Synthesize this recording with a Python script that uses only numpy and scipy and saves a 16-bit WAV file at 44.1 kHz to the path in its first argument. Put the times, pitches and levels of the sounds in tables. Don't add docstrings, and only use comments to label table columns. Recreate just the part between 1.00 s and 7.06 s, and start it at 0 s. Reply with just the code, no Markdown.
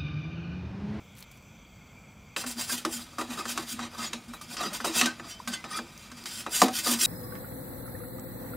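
import sys
import numpy as np
from scipy import signal
from scipy.fft import rfft, irfft, next_fast_len
from scipy.io import wavfile
from scipy.ndimage import uniform_filter1d

SR = 44100
rng = np.random.default_rng(int(sys.argv[2]) if len(sys.argv) > 2 else 0)


def invert_db(level):
    return 10 ** (np.asarray(level, dtype=float) / 20)


def store_wav(level_fs):
    pcm = np.round(np.clip(np.atleast_2d(level_fs), -1, 1) * 32767)
    wavfile.write(sys.argv[1], SR, pcm.T.astype(np.int16))


N = 267246

# pitch_hz, level_db, t60_s
HUM_MODES = [(200, -11, 0.015), (228, -7.5, 0.063), (323.3, -11.5, 0.2), (362, -7, 0.09)]
# pitch_hz, level_db, t60_s
BLADE_MODES = [(421, -12.5, 0.087), (472, -9.5, 0.071), (598, -3.5, 0.059), (730, 0, 0.037),
               (790, -9, 0.14), (870, -1, 0.05), (986, 4.5, 0.037), (1098, 4.5, 0.023), (1181, 6, 0.028),
               (1256, 4.5, 0.067), (1356, 1.5, 0.05), (1545, -9, 0.15), (1772, -6.5, 0.12),
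               (1880, 3.5, 0.025), (1947, -3.5, 0.041), (2290, -0.5, 0.0093), (2480, 4, 0.031),
               (2656, -7, 0.11), (3004, 0.5, 0.031), (3260, -15, 0.037), (3870, 2, 0.07)]
# start_s, hold_s, rasp_db, blade_above_rasp_db, sizzle_above_rasp_db
LANDINGS = [(1.364, 0.051, -37, -4.5, -4.5), (1.463, 0.051, -39.5, -8, 1.5), (1.859, 0.011, -48.5, 8, -6),
            (2.1835, 0.036, -41, 5, -4), (2.558, 0.075, -41, 1.5, -7), (2.786, 0.072, -42, 1.5, -15.5),
            (3.13, 0.0047, -36.5, -2.5, -28), (3.333, 0.0068, -58.5, 14.5, 11),
            (3.414, 0.0069, -45.5, -4, -0.5), (3.568, 0.026, -37, -4.5, -22), (3.73, 0.033, -36, -7.5, -3),
            (3.844, 0.042, -32.5, 0, -5), (4.193, 0.0087, -56.5, 9, -23), (4.48, 0.0087, -39.5, -0.5, -1),
            (4.642, 0.0055, -46, 8.5, -30), (5.115, 0.0093, -60, 1, -12), (5.255, 0.061, -40, -8.5, -6),
            (5.464, 0.0054, -54, 17, -24), (5.616, 0.021, -29.5, 4.5, -4), (3.803, 0.044, -45, 2.5, -10),
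            (1.763, 0.03, -43.5, -14, 0.5), (2.914, 0.033, -54, 8.5, -5), (3.705, 0.041, -47.5, 6, -10),
            (1.913, 0.023, -50, -7, 0), (3.9, .015, -43, 0, -10), (3.94, .012, -37, -8, -5),
            (3.28, 0.012, -52.5, -3, -7), (5.988, .02, -37, -15, 1)]


def scrape():
    # pitch_hz, density_db (per Hz)
    rasp_spectrum = [(880, -44), (1500, 0), (1590, -5.5), (2080, -4), (2800, 0.5), (2970, -0.5),
                     (4120, 2.5), (6960, -2.5), (11700, -11.5), (16000, -21.5)]
    rasp_db, blade_db, sizzle_db = strokes()
    touched = np.arange(N) >= LANDINGS[0][0] * SR
    rasp = touched * invert_db(rasp_db)
    force = grit(per_s=9000, spread_db=2.5, clump_db=1.5)
    low = rubbed(HUM_MODES, force * rasp * invert_db(blade_db - 16), wander_db=6.5)
    blade = rubbed(BLADE_MODES, force * rasp * invert_db(blade_db - 5.5), wander_db=3.5)

    broad = coloured(force, rasp_spectrum)
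    above_8k = signal.butter(2, 8000, "high", fs=SR, output="sos")
    sizzle = signal.sosfiltfilt(above_8k, broad)
    drive = rasp * (rms_one(broad - sizzle) + invert_db(sizzle_db + 1.0) * rms_one(sizzle))

    points = 14
    pressure = np.array([wander(4.8, 7.8) for point in range(points)])
    pressure /= np.sqrt(np.sum(pressure ** 2, axis=0))
    responses = plate_responses(count=points, length=4096)
    plate = signal.fftconvolve(drive * pressure, responses, axes=1)[:, :N].sum(axis=0)
    return low + blade + invert_db(-2.0) * plate + invert_db(-7.5) * drive


def strokes():
    # full_speed_s, hold_s, rasp_db, blade_above_rasp_db, sizzle_above_rasp_db
    sweeps = [(1.601, 0.013, -34.5, -5.5, 0), (1.698, .01, -40, -8, 3.5), (5.85, .015, -35, -17, -1),
              (3.527, .006, -40, -3, -3), (1.722, 0.0098, -29, -6, 1.5), (1.923, 0.042, -39.5, -10.5, 1),
              (1.993, 0.043, -47, -6, -2.5), (1.634, 0.014, -42.5, -10, 0), (2.307, 0.041, -42, 3, -5.5),
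              (2.385, 0.017, -39, 1.5, -6), (2.485, 0.032, -36, -7, -2.5), (2.697, 0.031, -37.5, -11, -0.5),
              (2.994, 0.06, -35.5, -2, -8.5), (3.498, 0.015, -45.5, -7, -8), (3.612, 0.055, -36, 4, -8),
              (3.962, 0.02, -30, -3.5, -5), (3.98, 0.02, -26.5, -9, -2.5), (4.015, 0.054, -29, 0.5, -15),
              (4.243, 0.015, -50.5, 6.5, -23), (4.3, 0.012, -42, -23, -5.5),
              (4.534, 0.0062, -36, -8.5, -13), (4.721, 0.014, -38.5, -0.5, -9),
              (4.762, 0.014, -37, -2.5, -9), (4.993, 0.073, -50.5, -23, -7), (5.169, 0.072, -51, -3, -8),
              (5.545, 0.089, -31, -13, 1), (5.754, 0.039, -30.5, -14, -1.5), (6.022, 0.043, -28, -9.5, 4.5),
              (5.34, 0.071, -39.5, -9.5, -2.5), (5.87, 0.065, -28, -2, 1)]
    # rasp_db_per_s, blade_db_per_s, sizzle_db_per_s
    let_go = (439, 335, 540)
    # rasp_db, blade_db, sizzle_db
    resting = (-56.5, -56.5, -64)
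    land_db_per_s, sweep_db_per_s, sag_db_per_s = 6000, 458, 21
    s, hold, db, blade_db, sizzle_db = np.transpose(LANDINGS + sweeps)
    rise = np.repeat([land_db_per_s, sweep_db_per_s], [len(LANDINGS), len(sweeps)])
    rasp, blade, sizzle = (gestures(s, hold, db + above, rise, sag_db_per_s, fall, rest)
                           for above, fall, rest in zip([0, blade_db, sizzle_db], let_go, resting))
    return rasp, blade - rasp, sizzle - rasp


def grit(per_s, spread_db, clump_db):
    sizes = invert_db(spread_db * np.minimum(rng.exponential(1, N), 4)) * rng.choice([-1, 1], N)
    caught = rng.random(N) < per_s / SR
    return rms_one(sizes * caught * wander(clump_db, 32.3))


def rubbed(modes, force, wander_db):
    share = [invert_db(db) * np.sqrt(t60) for hz, db, t60 in modes]
    norm = np.sqrt(np.sum(np.square(share)) * SR / (12 * np.log(10)))
    return sum(ring(force * invert_db(db) * wander(wander_db, 22.2), hz, t60) for hz, db, t60 in modes) / norm


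def plate_responses(count, length):
    t, out = np.arange(length) / SR, 0
    for low_hz, high_hz, t60 in [(694, 3870, 0.048), (2900, 9140, 0.017), (7000, 22000, 0.038)]:
        band_filter = signal.butter(2, [low_hz, high_hz], "band", fs=SR, output="sos")
        band = signal.sosfilt(band_filter, rng.standard_normal((count, length)))
        out = out + band * invert_db(-60 * t / t60) / np.sqrt(t60 * SR / (6 * np.log(10)))
    for octaves in .27 * (np.arange(10)[:, None, None] + rng.random((10, count, 1))):
        out = out + invert_db(-45.5 - 60 * t / 0.16) * np.sin(2 * np.pi * 1500 * 2 ** octaves * t)
    tones = rfft(out)
    power = uniform_filter1d(np.mean(np.abs(tones) ** 2, axis=0), size=28)
    return irfft(tones / np.sqrt(power + .01))


def knocks():
    # start_s, peak_db, hum_above_peak_db, crack_above_peak_db, thud_above_peak_db
    flat_knocks = [(1.567, -38, -4, -4, -16), (1.85, -13, -17, -3, -12), (2.184, -18.5, -16, -12, -20),
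                   (2.212, -23, -12, -5, -13), (2.376, -32.5, -8, -18, -13), (2.391, -21.5, -14, -4, -13.5),
                   (2.576, -15, -16.5, -2, -32), (2.792, -19.5, -39, -11, -23),
                   (3.336, -24, -29, -10.5, -37), (3.412, -35, -34, 0, -30), (3.61, -34, -21, -11, -8),
                   (3.845, -13.5, -25, -8, -8), (4.475, -20.5, -35, 2, -19), (4.641, -25, -27, -9.5, -22),
                   (4.789, -21.5, -30, -18, -9.5), (5.464, -17, -18.5, -12.5, -12.5),
                   (5.863, -20.5, -13, -16, -5)]
    # start_s, peak_db, pitch_hz (strongest), crack_above_peak_db,
    # thud_above_peak_db
    edge_knocks = [(1.363, -12, 3420, -11, -20), (1.439, -21, 1540, -10, -16.5),
                   (1.465, -25, 2570, -8, -24), (1.695, -20, 1610, -8, -35),
                   (2.454, -19.5, 1610, -7.5, -19), (3.132, -18, 3280, -3, -19),
                   (3.5676, -24.5, 2500, -1.5, -29), (3.802, -20, 1580, -23, -22),
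                   (4.012, -6.5, 2600, -3, -27), (4.058, -20.5, 1570, 8, -13),
                   (4.197, -23.5, 2060, -17, -18), (4.535, -30, 1550, -6, -26), (5.116, -31, 1570, -1, -26),
                   (5.257, -28, 1590, 3, -31), (5.617, -2, 870, -3.5, -12.5), (5.682, -14, 730, -7, -23),
                   (6.01, -31, 2740, 15.5, -23)]
    flat_hz, edge_hum_db = 1240, -32
    flats = [(s, db, flat_hz, *rest) for s, db, *rest in flat_knocks]
    edges = [(s, db, hz, edge_hum_db, *rest) for s, db, hz, *rest in edge_knocks]
    s, peak_db, pitch_hz, hum_db, crack_db, thud_db = np.transpose(flats + edges)

    modes = HUM_MODES + BLADE_MODES
    luck = rng.normal(0, 1, (len(s), len(modes)))
    out = np.zeros(N)
    for k, (hz, db, t60) in enumerate(modes):
        if k < len(HUM_MODES):
            share_db = hum_db + 7.5
        else:
            octaves = np.abs(np.log2(hz / pitch_hz))
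            share_db = -10 - np.where(hz > pitch_hz, 15, 7) * octaves
        blow_db = peak_db + share_db + .5 * db + 2.0 * luck[:, k]
        swell_hz = min(22 * (hz / 237) ** 1.2, 3000)
        out += resonance(ring(clicks(s, blow_db), hz, 0.46 * t60), hz, swell_hz)

    clack_db = peak_db - 12.0 - 3 * np.abs(np.log2(pitch_hz / 1300))
    clack = resonance(ring(clicks(s, clack_db), 1110, 0.043), 1330, 630)
    thud = dying_noise(s, peak_db + thud_db - 3, 380, 834, [(-5.5, 0.045), (-9.5, 0.25)], rise_s=0.0036)
    crack = dying_noise(s, peak_db + crack_db - 13, 1650, 8000, [(0.5, 0.03), (-4.5, 0.09)],
                        rise_s=0.000089)
    return out + clack + thud + crack


def ringing_on():
    # start_s, pitch_hz, level_db, t60_s
    left_ringing = [(1.851, 326, -22, 0.13), (1.851, 360, -23, 0.1), (1.858, 650, -40, .1),
                    (1.849, 1190, -22, .04), (2.186, 320, -30, 0.094), (2.577, 332, -40, 0.083),
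                    (3.86, 320, -30.5, .2), (3.895, 330, -27, 0.1), (4.197, 340, -36.5, 0.079),
                    (3.412, 1200, -38, .08), (3.846, 450, -29, 0.069), (3.875, 350, -32, 0.11),
                    (4.011, 750, -22, 0.034), (4.4, 1000, -25, 0.018), (4.478, 202, -28, 0.11),
                    (4.8, 340, -40.5, 0.21), (4.789, 1630, -20.5, .012), (4.641, 2430, -27, .01),
                    (3.628, 700, -30.5, .05), (3.615, 450, -33, .05), (3.648, 423, -33, .06),
                    (3.72, 600, -36, .08), (5.69, 760, -31, 0.18), (5.864, 480, -27, 0.064),
                    (4.545, 1545, -36, .15), (4.475, 1545, -36, 0.21), (5.617, 326, -19.5, 0.17),
                    (5.617, 460, -16, 0.108), (5.617, 1900, -18.5, .04), (5.617, 732, -8, 0.044),
                    (5.63, 750, -28.5, 0.28), (5.617, 1030, -11, .05), (5.618, 1190, -5, 0.026),
                    (5.617, 200, -15.5, 0.074), (5.681, 1254, -30, .08), (5.465, 480, -45, .06)]
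    return sum(resonance(ring(clicks([s], db), hz, t60), hz, 25 * (hz / 237) ** 1.43)
               for s, hz, db, t60 in left_ringing)


def singing():
    # full_s, hold_s, level_db
    flexes = [(1.461, 0.022, -36.5), (3.818, 0.027, -41.5), (4.07, 0.026, -37.5), (1.574, 0.005, -35.5),
              (1.733, 0.019, -36.5), (1.865, .01, -36.5), (1.951, 0.042, -40), (2.193, 0.064, -42.5),
              (2.302, 0.025, -35.5), (2.461, 0.21, -41.5), (2.742, 0.0047, -35), (2.804, 0.042, -37),
              (2.99, 0.017, -39), (3.15, 0.015, -39), (3.292, 0.02, -41), (3.494, 0.017, -44),
              (3.7, 0.035, -49), (3.865, 0.035, -43), (3.96, 0.028, -40), (4.032, 0.014, -26.5),
              (4.2, 0.027, -48), (4.488, 0.0032, -32), (4.65, 0.0066, -45), (4.796, 0.0045, -38),
              (5.127, 0.014, -46.5), (5.37, .02, -46.5), (5.46, 0.0091, -53), (5.64, 0.012, -21),
              (5.688, 0.062, -37.5), (5.894, 0.065, -28.5), (5.974, 0.052, -43), (5.162, 0.07, -51)]
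    # start_s, length_s, pitch_hz, level_db
    squeals = [(1.7, 0.033, 1608, -35.5), (1.94, 0.033, 7000, -40.5), (2.192, 0.027, 1226, -33),
               (2.375, .014, 1250, -38), (2.386, 0.016, 1210, -34), (2.406, 0.011, 1230, -31),
               (3.042, 0.042, 3390, -50), (3.6, 0.025, 1200, -33.5), (3.653, 0.079, 200, -38.5),
               (4.057, 0.053, 1545, -30.5), (4.297, 0.068, 3080, -46), (4.3, 0.037, 5680, -45),
               (4.53, 0.035, 1545, -36), (4.534, 0.085, 2056, -46.5), (4.195, 0.25, 666, -57.5),
               (4.527, 0.035, 3045, -39.5), (4.528, 0.03, 3460, -40), (4.532, 0.02, 4550, -36.5),
               (4.724, 0.014, 1880, -39), (4.721, 0.064, 2400, -43), (4.529, 0.029, 6430, -40),
               (4.533, 0.017, 8460, -37.5), (4.698, 0.037, 9300, -46), (4.761, 0.023, 9440, -40),
               (4.71, 0.013, 1230, -35), (4.729, 0.025, 1248, -36), (4.752, 0.0085, 1240, -32.5),
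               (4.771, 0.014, 1290, -30), (4.74, .012, 3400, -41), (4.762, 0.041, 3400, -42),
               (2.21, 0.013, 1950, -40), (2.389, .03, 2540, -37.5), (3.645, .015, 1238, -38),
               (3.987, 0.032, 2630, -29), (4.76, .03, 7000, -46), (3.715, 0.021, 1250, -43),
               (3.056, 0.032, 6800, -40), (3.65, 0.039, 4890, -41), (5.534, 0.025, 2950, -36),
               (5.86, 0.03, 1243, -30.5), (6.009, 0.018, 5670, -26), (6.039, 0.039, 3870, -23.5)]
    hum_hz, hum_width_hz = 237.6, 14.7
    flex_db_per_s, sag_db_per_s, unflex_db_per_s, resting_db = 734, 35, 433, -61.5
    noise, t = rng.standard_normal(N), np.arange(N) / SR
    narrow = resonance(resonance(noise, hum_hz, hum_width_hz), hum_hz, hum_width_hz)
    flex_db = gestures(*np.transpose(flexes), flex_db_per_s, sag_db_per_s, unflex_db_per_s, resting_db)
    touched = t > LANDINGS[0][0]
    out = touched * invert_db(flex_db) * evened(narrow)
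    for s, length, hz, db in squeals:
        swell = np.interp(t, s + length * np.array([0, .25, .6, 1.5]), [0.00038, 1.0, 0.7, 0.0069])
        tone = evened(resonance(resonance(noise, hz, 33), hz, 33))
        out += invert_db(db) * swell * wander(2.36, 41) * tone
    return out


def crumbs():
    # start_s, peak_db, pitch_hz
    falls = [(0.1524, -49, 7490), (0.1732, -42, 5160), (0.1834, -44, 10600), (0.19, -41, 7900),
             (0.205, -40, 10300), (0.2084, -41, 6910), (0.2258, -33, 4600), (0.2404, -46, 3330),
             (0.3147, -40.5, 5650), (0.3214, -47, 6080), (0.3274, -52, 3260), (0.374, -46, 6000),
             (0.4244, -53, 5970), (0.9894, -55, 6000), (1.1194, -56, 3210), (4.977, -35.5, 5200),
             (5.2394, -35, 4328), (5.4954, -42, 8570)]
    out = np.zeros(N)
    t = np.arange(400) / SR
    for (s, db, hz), noise in zip(falls, rng.standard_normal((len(falls), len(t)))):
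        tick = rms_one(resonance(noise, hz, 0.45 * hz))
        tick += invert_db(-8) * rms_one(resonance(noise, 1900, 1800))
        tick += invert_db(-6.5) * rms_one(resonance(noise, 11500, 6000))
        decay = invert_db(db - 11 - 60 * t / 0.024) * (1 + 1.2 * np.exp(-t / 0.00036))
        start = round(s * SR)
        out[start:start + len(t)] += tick * decay
    falling = np.interp(np.arange(N) / SR, [.15, .18, .23, .25, .31, .33, .39, .43],
                        [0.12, 0.85, 0.53, 0.053, 0.16, 0.35, 0.14, 0.078])
    grains = grit(per_s=2000, spread_db=1, clump_db=1.0)
    patter = invert_db(-58.5) * rms_one(resonance(grains, 12000, 8000))
    patter += invert_db(-55.5) * rms_one(resonance(grains, 2300, 3500))
    return out + falling * patter


def burner():
    # pitch_hz, density_db (per Hz)
    roar_spectrum = [(12, -37), (20, -3), (204, -2.5), (328, -14.5), (357, -16.5), (410, -17), (459, -15.5),
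                     (1400, -19.5), (1960, -30), (2390, -14.5), (3950, -58), (6010, -31), (11100, -46.5),
                     (14700, -37), (15500, -50)]
    # pitch_hz, width_hz, rms_db
    jets = [(1400, 120, -73), (2163, 34, -70.5), (2325, 135, -65), (3310, 260, -66.5), (4600, 120, -73.5),
            (5150, 250, -78), (6000, 66, -73), (6800, 170, -76), (7370, 220, -72), (7720, 120, -75.5),
            (14700, 200, -80)]
    roar_db = -52.5
    out = coloured(rng.standard_normal(N), roar_spectrum) * invert_db(roar_db) * wander(0.35, 4.6)
    gas = rng.standard_normal(N)
    for hz, width, db in jets:
        hiss = resonance(resonance(gas, hz, 1.8 * width), hz, 1.8 * width)
        out += invert_db(db) * wander(1.9, 4.0) * rms_one(hiss)
    return out


def gestures(s, hold, db, rise_db_per_s, sag_db_per_s, fall_db_per_s, rest_db):
    linger_s = 0.22
    step = 32
    t = np.arange(0, N + step, step) / SR - np.c_[s]
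    after = np.maximum(t - np.c_[hold], 0)
    rise = np.c_[rise_db_per_s] * np.minimum(t, 0)
    sag = sag_db_per_s * np.clip(t, 0, np.c_[hold])
    fall = fall_db_per_s * after / (1 + after / linger_s)
    level = np.c_[db] + rise - sag - fall
    total = np.sum(invert_db(2 * np.maximum(level, -150)), axis=0) + invert_db(2 * rest_db)
    return np.interp(np.arange(N) / step, np.arange(len(total)), 10 * np.log10(total))


def dying_noise(times, db, low_hz, high_hz, parts, rise_s):
    hit = clicks(times, db) + 1e-18
    shape = sum(invert_db(part_db) * signal.lfilter([1], [1, -invert_db(-60 / (t60 * SR))], hit)
                for part_db, t60 in parts)
    r = np.exp(-1 / (rise_s * SR))
    band_filter = signal.butter(2, [low_hz, high_hz], "band", fs=SR, output="sos")
    noise = signal.sosfilt(band_filter, rng.standard_normal(N))
    return signal.lfilter([1 - r], [1, -r], shape) * rms_one(noise)


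def wander(db, rate):
    step = 40
    r = np.exp(-2 * step * np.pi * rate / SR)
    noise = rng.standard_normal(N // step + 2002)
    slow = signal.lfilter([1], [1, -2 * r, r * r], noise)[2000:]
    return np.interp(np.arange(N) / step, np.arange(len(slow)), invert_db(db * rms_one(slow)))


def evened(x):
    return x / np.sqrt(uniform_filter1d(x ** 2, size=600) + 0.033 * np.mean(x ** 2))


def rms_one(x):
    return x / np.sqrt(np.mean(x ** 2) + 1e-20)


def at_hz(points, hz):
    points = np.array(points)
    return np.interp(np.log(hz), np.log(points[:, 0]), points[:, 1])


def coloured(x, spectrum):
    size = next_fast_len(N)
    gain = invert_db(at_hz(spectrum, np.fft.rfftfreq(size, 1 / SR) + 1))
    return irfft(rfft(x, size) * rms_one(gain), size)[:N]


def resonance(x, hz, width_hz):
    r, w = np.exp(-np.pi * width_hz / SR), 2 * np.pi * hz / SR
    b = np.array([1, 0, -1]) * (1 - r * r) / 2
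    return signal.lfilter(b, [1, -2 * r * np.cos(w), r * r], x + 1e-18)


def ring(x, hz, t60):
    r, w = invert_db(-60 / (t60 * SR)), 2 * np.pi * hz / SR
    return signal.lfilter([0, np.sin(w)], [1, -2 * r * np.cos(w), r * r], x + 1e-18)


def clicks(times, db):
    out = np.zeros(N)
    out[np.round(np.asarray(times) * SR).astype(int)] = invert_db(db)
    return out


def scene():
    peel = scrape() + singing() + knocks() + ringing_on()
    peel = signal.sosfilt(signal.butter(4, 170, "high", fs=SR, output="sos"), peel)
    return np.tile(peel + crumbs() + burner(), (2, 1))


def low_pass(x):
    return signal.sosfilt(signal.butter(12, 17090, fs=SR, output="sos"), x)


def record(dry):
    x = signal.sosfilt(signal.butter(6, 42, "high", fs=SR, output="sos"), dry)
    x = signal.sosfilt(signal.ellip(10, .5, 55, 15800, fs=SR, output="sos"), x)
    return low_pass(x)


dry = scene()
out = record(dry)
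store_wav(out)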